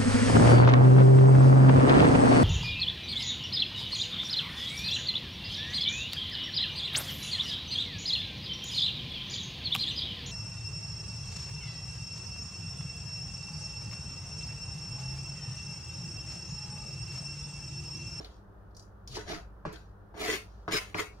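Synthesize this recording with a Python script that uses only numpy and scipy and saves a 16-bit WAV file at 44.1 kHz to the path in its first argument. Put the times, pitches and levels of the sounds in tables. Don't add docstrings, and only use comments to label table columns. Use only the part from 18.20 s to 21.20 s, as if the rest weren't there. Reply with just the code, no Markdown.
import sys
import numpy as np
from scipy import signal
from scipy.fft import rfft, irfft, next_fast_len
from scipy.io import wavfile
from scipy.ndimage import uniform_filter1d

SR = 44100
rng = np.random.default_rng(int(sys.argv[2]) if len(sys.argv) > 2 else 0)


def boost(x):
    u = np.asarray(x, float) / 20
    return 10 ** u


def to_wav(s):
    ch = np.atleast_2d(s).T
    pcm = np.round(np.clip(ch, -1, 1) * 32767)
    wavfile.write(sys.argv[1], SR, pcm.astype(np.int16))


N = 132300


def at_hz(points, hz):
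    table = np.array(points)
    return np.interp(np.log(hz + 1), np.log(table[:, 0]), table[:, 1])


def rms_one(x):
    return x / np.sqrt(np.mean(x ** 2) + 1e-20)


def colour(x, gain_at):
    wide = np.concatenate([x[..., 4000:0:-1], x, x[..., :-4001:-1]], axis=-1)
    size = next_fast_len(wide.shape[-1])
    gain = gain_at(np.arange(size // 2 + 1) * SR / size)
    return irfft(rfft(wide, size) * gain, size)[..., 4000:4000 + x.shape[-1]]


def tinted(x, spectrum):
    power = boost(at_hz(spectrum, np.linspace(0, SR / 2, 4000))) ** 2
    return colour(x, lambda hz: boost(at_hz(spectrum, hz))) / np.sqrt(np.mean(power))


def filtered(x, order, hz, kind):
    return signal.sosfilt(signal.butter(order, hz, kind, fs=SR, output="sos"), x)


def ring(x, hz, t60):
    r, w = boost(-60 / (t60 * SR)), 2 * np.pi * hz / SR
    return signal.lfilter([0, np.sin(w)], [1, -2 * r * np.cos(w), r * r], x + 1e-18)


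def body(x, modes):
    return sum((-1) ** k * boost(db) * ring(x, hz, t60) for k, (hz, db, t60) in enumerate(modes))


# frequency in Hz, likeness from 0 to 1.
LIKENESS = [(60, 0.96), (115, 0.97), (180, 0.63), (550, 0.38), (1650, 0.021), (4970, 0.011), (15000, 0.017)]


def diffuse(pair):
    likeness = lambda hz: np.clip(at_hz(LIKENESS, hz), -1, 1)
    mid = colour(pair[0], lambda hz: np.sqrt((1 + likeness(hz)) / 2))
    side = colour(pair[1], lambda hz: np.sqrt((1 - likeness(hz)) / 2))
    return np.array([mid + side, mid - side])


# frequency in Hz, density in dB per Hz.
VENTILATION = [(100, -26), (150, -5.5), (205, -5), (250, -17.5), (340, -10.5), (1400, -16.5), (1800, -25),
               (2400, -48.5)]
# frequency in Hz, density in dB per Hz.
HISS = [(1500, -25), (2300, 1), (3000, 0), (6000, -8), (9000, -20), (16000, -39)]
# frequency in Hz, width in Hz, level in dB.
RUMBLE = [(29.7, 8.6, -129), (52.8, 17.4, -53), (89.9, 47, -60)]
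# frequency in Hz, level in dB.
HUM = [(100, -60), (200, -67.5), (300, -72), (400, -73), (602, -79.5)]
VENTILATION_DB, HISS_DB = -58.5, -84.5


def background():
    t = np.arange(N) / SR
    out = boost(VENTILATION_DB) * tinted(diffuse(rng.standard_normal((2, N))), VENTILATION)
    out = out + boost(HISS_DB) * tinted(rng.standard_normal((2, N)), HISS)
    for hz, width_hz, db in RUMBLE:
        noise = diffuse(rng.standard_normal((2, N)))
        resonance = lambda f: 1 / (1 + (2 * (f - hz) / width_hz) ** 2)
        out = out + boost(db) * rms_one(colour(noise, resonance))
    for hz, db in HUM:
        out = out + np.sqrt(2) * boost(db) * np.sin(2 * np.pi * (hz * t + rng.random()))
    return out


# start in seconds, level in dB, hardness as cut-off in Hz.
KNOCKS = [
    (0.002, -44.5, 635),
    (0.969, -35, 960),
    (1.099, -48.5, 1000),
    (1.133, -37.5, 1260),
    (1.452, -29.5, 1279),
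    (1.942, -44.5, 1095),
    (2.479, -27, 1438),
    (2.745, -25.5, 2286),
]
# frequency in Hz, level in dB, t60 in seconds.
BOARD = [(99.5, -4.5, 0.28), (180, -5, 0.275), (312.6, -5, 0.21), (428, 1.5, 0.19), (678, -8.5, 0.29),
         (934, -6.5, 0.048), (1419, 5, 0.016), (1500, 8.5, 0.012), (1860, -23, 0.03)]
# frequency in Hz, density in dB per Hz.
CRACK = [(90, -6), (160, -10.5), (430, -11), (800, -7.5), (1500, -7.5), (2200, -15), (2850, -27),
         (4000, -16), (15000, -35.5)]
# frequency in Hz, t60 in seconds.
CRACK_T60 = [(150, 0.18), (600, 0.082), (2000, 0.35), (6000, 0.28), (15000, 0.043)]
CRACK_DB, LATE_CYCLES = -13, 0.16
THUD_DB, MODE_SPREAD_DB = 1, 1.3
BEND_DB, BEND_START_CUTS, BEND_HALF_S, BEND_T60_S = -2, 1.1, 0.0035, 0.045


def wood_crack(t, pair):
    edges = 120 * 2 ** np.arange(0, 7.1, 0.5)
    crack = 0
    for k, (low, high) in enumerate(zip(edges, edges[1:])):
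        hz = np.sqrt(low * high)
        decay = boost(at_hz(CRACK, hz) - 60 * t / at_hz(CRACK_T60, hz))
        swell = np.clip(t * hz / LATE_CYCLES, 0, 1)
        crack = crack + filtered(pair[k % 2] * decay * swell, 2, [low, high], "band")
    return crack


def bending_wave(t, cut_hz):
    turns = BEND_START_CUTS * cut_hz * BEND_HALF_S * np.log(1 + t / BEND_HALF_S)
    return boost(BEND_DB - 60 * t / BEND_T60_S) * np.sin(2 * np.pi * turns)


def knocks():
    out, size = np.zeros(N + SR), SR // 2
    t = np.arange(size) / SR
    click = t == 0
    for s, db, cut_hz in KNOCKS:
        spread = MODE_SPREAD_DB * rng.standard_normal(len(BOARD))
        modes = [(hz, mode_db + d, t60) for (hz, mode_db, t60), d in zip(BOARD, spread)]
        crack = filtered(wood_crack(t, rng.standard_normal((2, size))), 1, 1.55 * cut_hz, "low")
        thud = filtered(click, 3, [cut_hz / 3, cut_hz], "band")
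        wood = 0.22 * body(filtered(click, 1, 1.55 * cut_hz, "low"), modes)
        wood = wood - boost(THUD_DB) * thud / np.abs(thud).max()
        wood = wood - bending_wave(t, cut_hz)
        start = int(s * SR)
        out[start:start + size] += boost(db) * (boost(CRACK_DB) * crack / crack[:900].std() + wood)
    return out[:N]


# frequency in Hz, level in dB, t60 in seconds.
BLADE = [(1500, 2, 0.027), (1970, 4, 0.098), (2200, 12, .035), (2620, -15, 0.024), (3660, -3, 0.14),
         (3900, -19, .03), (5030, -15, 0.1), (5520, -6, 0.033), (6900, 9, 0.062)]
HELD_T60_S = 0.065
WANDER_DB, WANDER_PER_S = 3, 25
STROKE_EDGE_DB, STROKE_SQUARENESS = 24, 2.12
GRAINS_PER_S, GRAIN_SPREAD_DB = 5000, 3.5


def rubbed(x, modes):
    t, knots = np.arange(N) / SR, np.arange(0, N / SR + 1, 1 / WANDER_PER_S)
    out = 0
    for k, (hz, db, t60) in enumerate(modes):
        wander = np.interp(t, knots, rng.standard_normal(len(knots)))
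        held = [(hz, db, min(t60, HELD_T60_S))]
        out = out + (-1) ** k * body(x * boost(WANDER_DB * wander), held)
    return out


def strokes(rows, spectrum, modes, blade_db):
    t = np.arange(N) / SR
    slips = boost(GRAIN_SPREAD_DB * np.minimum(rng.exponential(1, N), 5)) * rng.choice([-1, 1], N)
    slips = rms_one(slips * (rng.random(N) < GRAINS_PER_S / SR))
    edge, wood = np.zeros(N), np.zeros(N)
    for s, rise, fall, db, board_db in rows:
        distance = np.abs((t - s) / np.where(t < s, rise, fall))
        bell = boost(db - np.minimum(STROKE_EDGE_DB * distance ** STROKE_SQUARENESS, 200))
        edge += bell
        wood += bell * boost(board_db)
    unit = lambda modes: np.sqrt(np.mean(body(slips, modes) ** 2))
    in_air = tinted(slips * edge, spectrum)
    in_blade = boost(blade_db) * rubbed(slips * edge, BLADE) / unit(BLADE)
    in_board = rubbed(slips * wood, modes) / unit(modes)
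    return in_air + in_blade + in_board


# peak in seconds, rise in seconds, fall in seconds, level in dB,
# board share in dB.
SLICES = [
    (0.01, 0.068, 0.12, -54.5, 2.5),
    (0.965, 0.051, 0.081, -46, 2.5),
    (1.105, 0.05, 0.1, -39.5, 1.5),
    (1.15, 0.052, 0.017, -64, -15),
    (1.54, 0.035, 0.047, -53, 2),
]
# frequency in Hz, density in dB per Hz.
SQUELCH = [(410, -56), (700, 2.5), (910, -24), (1400, -11), (2300, -18), (5690, -17), (7790, -29.5),
           (10300, -31.5), (16000, -44)]


def slices():
    return strokes(SLICES, SQUELCH, BOARD, blade_db=-13)


# start in seconds, level in dB, pitch in Hz, width in Hz.
SNAPS = [(0.045, -40, 3780, 1170), (0.548, -52, 5220, 2540), (0.566, -42.5, 5940, 2690),
         (0.595, -43, 5940, 2750), (0.624, -53.5, 5560, 1500), (0.875, -35.5, 5270, 2200),
         (0.953, -49, 4630, 3040), (1.527, -43.5, 7000, 10000), (1.559, -44.5, 3900, 900),
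         (0.508, -72, 4500, 1500)]
SNAP_AIR_DB, SNAP_HISS_S, SNAP_TOP_HZ = -9.5, 0.012, 11500


def snaps():
    out, size = np.zeros(N + SR), 2000
    t = np.arange(size) / SR
    envelope = np.exp(-t / 0.00051) + 0.3 * np.exp(-t / SNAP_HISS_S)
    for s, db, hz, width_hz in SNAPS:
        noise = rng.standard_normal(size)
        edges = np.clip([hz - width_hz / 2, hz + width_hz / 2], 200, 19000)
        core = filtered(noise * envelope, 2, edges, "band")
        air = filtered(noise[::-1] * envelope, 1, [edges[0], SNAP_TOP_HZ], "band")
        snap = core / np.abs(core).max() + boost(SNAP_AIR_DB) * air / np.abs(air).max()
        start = int(s * SR)
        out[start:start + size] += boost(db + 4.5) * snap
    return out[:N]


# peak in seconds, rise in seconds, fall in seconds, level in dB,
# board share in dB.
SETTLES = [
    (0.12, 0.028, 0.12, -68.5, -22),
    (0.64, 0.04, 0.026, -78.5, -18),
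    (0.93, 0.046, 0.11, -48, -24),
    (0.958, 0.015, 0.022, -41, -26),
    (2.22, 0.058, 0.24, -75, -20),
    (2.84, 0.051, 0.22, -81, -14),
    (1.6, 0.041, 0.14, -71, -1),
    (2.33, 0.18, 0.4, -76.5, -11),
    (2.95, 0.076, .2, -71.5, -19),
]
# frequency in Hz, density in dB per Hz.
JUICE = [(1530, -25), (2600, -1.5), (4630, 2.5), (6190, 0), (7480, -4.5), (9760, -14), (16000, -27)]


def settles():
    return strokes(SETTLES, JUICE, BOARD[:1], blade_db=-34)


# peak in seconds, half length in seconds, level in dB,
# mode in Hz.
CHATTERS = [(0.931, 0.09, -50.5, 134), (0.976, 0.025, -41, 430), (1.103, 0.054, -45.5, 678),
            (1.12, 0.11, -48.5, 97), (1.134, 0.046, -45.5, 301), (1.466, 0.027, -41.5, 165),
            (1.47, 0.017, -40.5, 428), (2.026, 0.072, -41, 690), (2.037, 0.06, -44.5, 415),
            (2.091, 0.017, -32.5, 428), (2.094, 0.03, -38, 1970), (2.135, 0.039, -40.5, 396),
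            (2.528, 0.014, -33, 2276), (2.536, 0.025, -34.5, 428), (2.551, 0.012, -38.5, 428),
            (2.577, 0.004, -35, 426), (2.545, 0.03, -36, 3900), (2.556, 0.04, -33, 5080),
            (2.56, 0.011, -32, 1550), (2.587, 0.0098, -35, 2160), (2.791, 0.015, -30, 2110),
            (2.794, 0.015, -44, 3400), (2.795, 0.011, -34, 1450)]
CHATTER_CYCLES = 79


def chatters():
    t, noise = np.arange(N) / SR, rng.standard_normal(N)
    out = 0
    for s, half, db, hz in CHATTERS:
        bell = boost(-np.minimum(20 * ((t - s) / half) ** 2, 200))
        tone = ring(noise * bell, hz, np.clip(CHATTER_CYCLES / hz, 0.025, 0.06))
        out = out + boost(db) * tone * np.linalg.norm(bell) / np.linalg.norm(tone)
    return out


# peak in seconds, rise in seconds, fall in seconds, level in dB,
# board share in dB.
SCRAPES = [
    (2.02, 0.056, 0.036, -39, -1),
    (2.085, 0.076, 0.1, -33.5, -1.5),
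    (2.145, 0.048, 0.046, -38.5, -44),
    (2.53, 0.024, 0.042, -29, -2),
    (2.575, 0.034, 0.023, -30, -40),
    (2.66, 0.031, 0.12, -56, 0),
    (1.97, 0.034, 0.033, -63.5, 21),
    (2.795, 0.04, 0.047, -34, -2.5),
]
# frequency in Hz, density in dB per Hz.
RASP = [(290, -21), (500, -27), (562, -12), (1230, -11), (2160, -3.5), (3110, -9), (5090, -13),
        (7640, -15.5), (16000, -28)]
SCRAPE_LOW_HZ = 285


def scrapes():
    return filtered(strokes(SCRAPES, RASP, BOARD[2:], blade_db=-11.5), 3, SCRAPE_LOW_HZ, "high")


# start in seconds, level in dB, length in seconds.
PINGS = [
    (2.615, -67, .02),
    (2.82, -52, 0.019),
    (2.85, -48.5, 0.082),
]
# frequency in Hz, level in dB, t60 in seconds.
FREE_BLADE = [(1414, -8, 0.25), (2200, -4, 0.56), (2225, -4, 0.15)]


def pings():
    out, t = np.zeros(N + SR), np.arange(SR // 2) / SR
    ringing = body(1.0 * (t == 0), FREE_BLADE)
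    for s, db, length in PINGS:
        start = int(s * SR)
        out[start:start + len(t)] += boost(db - 3000 * np.clip(t - length, 0, 1)) * ringing
    return out[:N]


KITCHEN_T60_S, KITCHEN_DB, EARLY_T60_S, EARLY_DB = 0.18, -12.5, 0.033, 1
WALL_CUT_HZ, EAR_LAG_S, DIRECT = 16500, 0.0002, 0.63


def echoes():
    t = np.arange(SR // 2) / SR
    early, late = rng.standard_normal((2, 2, len(t)))
    early = early * boost(-60 * t / EARLY_T60_S)
    late = filtered(late, 2, WALL_CUT_HZ, "low")
    late = late * boost(-60 * t / KITCHEN_T60_S) * np.clip(t / 0.027, 0, 1)
    echo = boost(EARLY_DB) * early / np.linalg.norm(early[0])
    echo = echo + boost(KITCHEN_DB) * late / np.linalg.norm(late[0])
    echo = diffuse(echo) * (t > EAR_LAG_S)
    arrivals = (rng.random(2) * 2 * EAR_LAG_S * SR).astype(int)
    echo[[0, 1], arrivals] += DIRECT
    for _ in range(3):
        lines = rfft(echo, SR)
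        smooth = uniform_filter1d(np.abs(lines) ** 2, size=20)
        echo = irfft(lines / np.sqrt(smooth), SR)[:, :len(t)]
    return echo


# frequency in Hz, left minus right in dB.
PAN = [(70, -12), (130, 3.5), (330, -12.5), (600, 0), (1300, 2), (2400, 2.5), (8000, 2.5), (15000, 1.5)]
SPOT_S = 0.045


def kitchen(x, count=4):
    step = np.arange(N) / SR / SPOT_S
    wet = 0
    for k in range(count):
        distance = np.abs((step - k + count / 2) % count - count / 2)
        share = np.sqrt(np.clip(1 - distance, 0, 1))
        wet = wet + signal.fftconvolve((x * share)[None], echoes(), axes=1)[:, :N]
    left = colour(wet[0], lambda hz: boost(at_hz(PAN, hz) / 2))
    right = colour(wet[1], lambda hz: boost(-at_hz(PAN, hz) / 2))
    return np.array([left, right])


NEAR_DB, CHATTER_ROOM_DB, CHATTER_NEAR_DB = -5, -7, -2


def scene():
    blows, catching = knocks(), chatters()
    cutting = slices() + snaps() + settles()
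    scraping = boost(CHATTER_ROOM_DB) * catching + scrapes()
    opposed = boost([[1.5], [-1.5]])
    near = boost(NEAR_DB) * blows + (pings() + boost(CHATTER_NEAR_DB) * catching) * opposed
    return kitchen(blows + cutting + scraping) + near + background()


def roll_off(x):
    return signal.sosfilt(signal.butter(12, 16290, fs=SR, output="sos"), x)


CASE_NOTCH_HZ, CASE_NOTCH_WIDTH_HZ, CASE_NOTCH_DB, TOP_HZ = 7585, 1010, -7, 15780


def record(dry):
    def case(hz):
        notch = 1 / (1 + (2 * (hz - CASE_NOTCH_HZ) / CASE_NOTCH_WIDTH_HZ) ** 2)
        return boost(CASE_NOTCH_DB * notch) * (hz < TOP_HZ)
    return roll_off(colour(dry, case))


dry = scene()
out = record(dry)
to_wav(out)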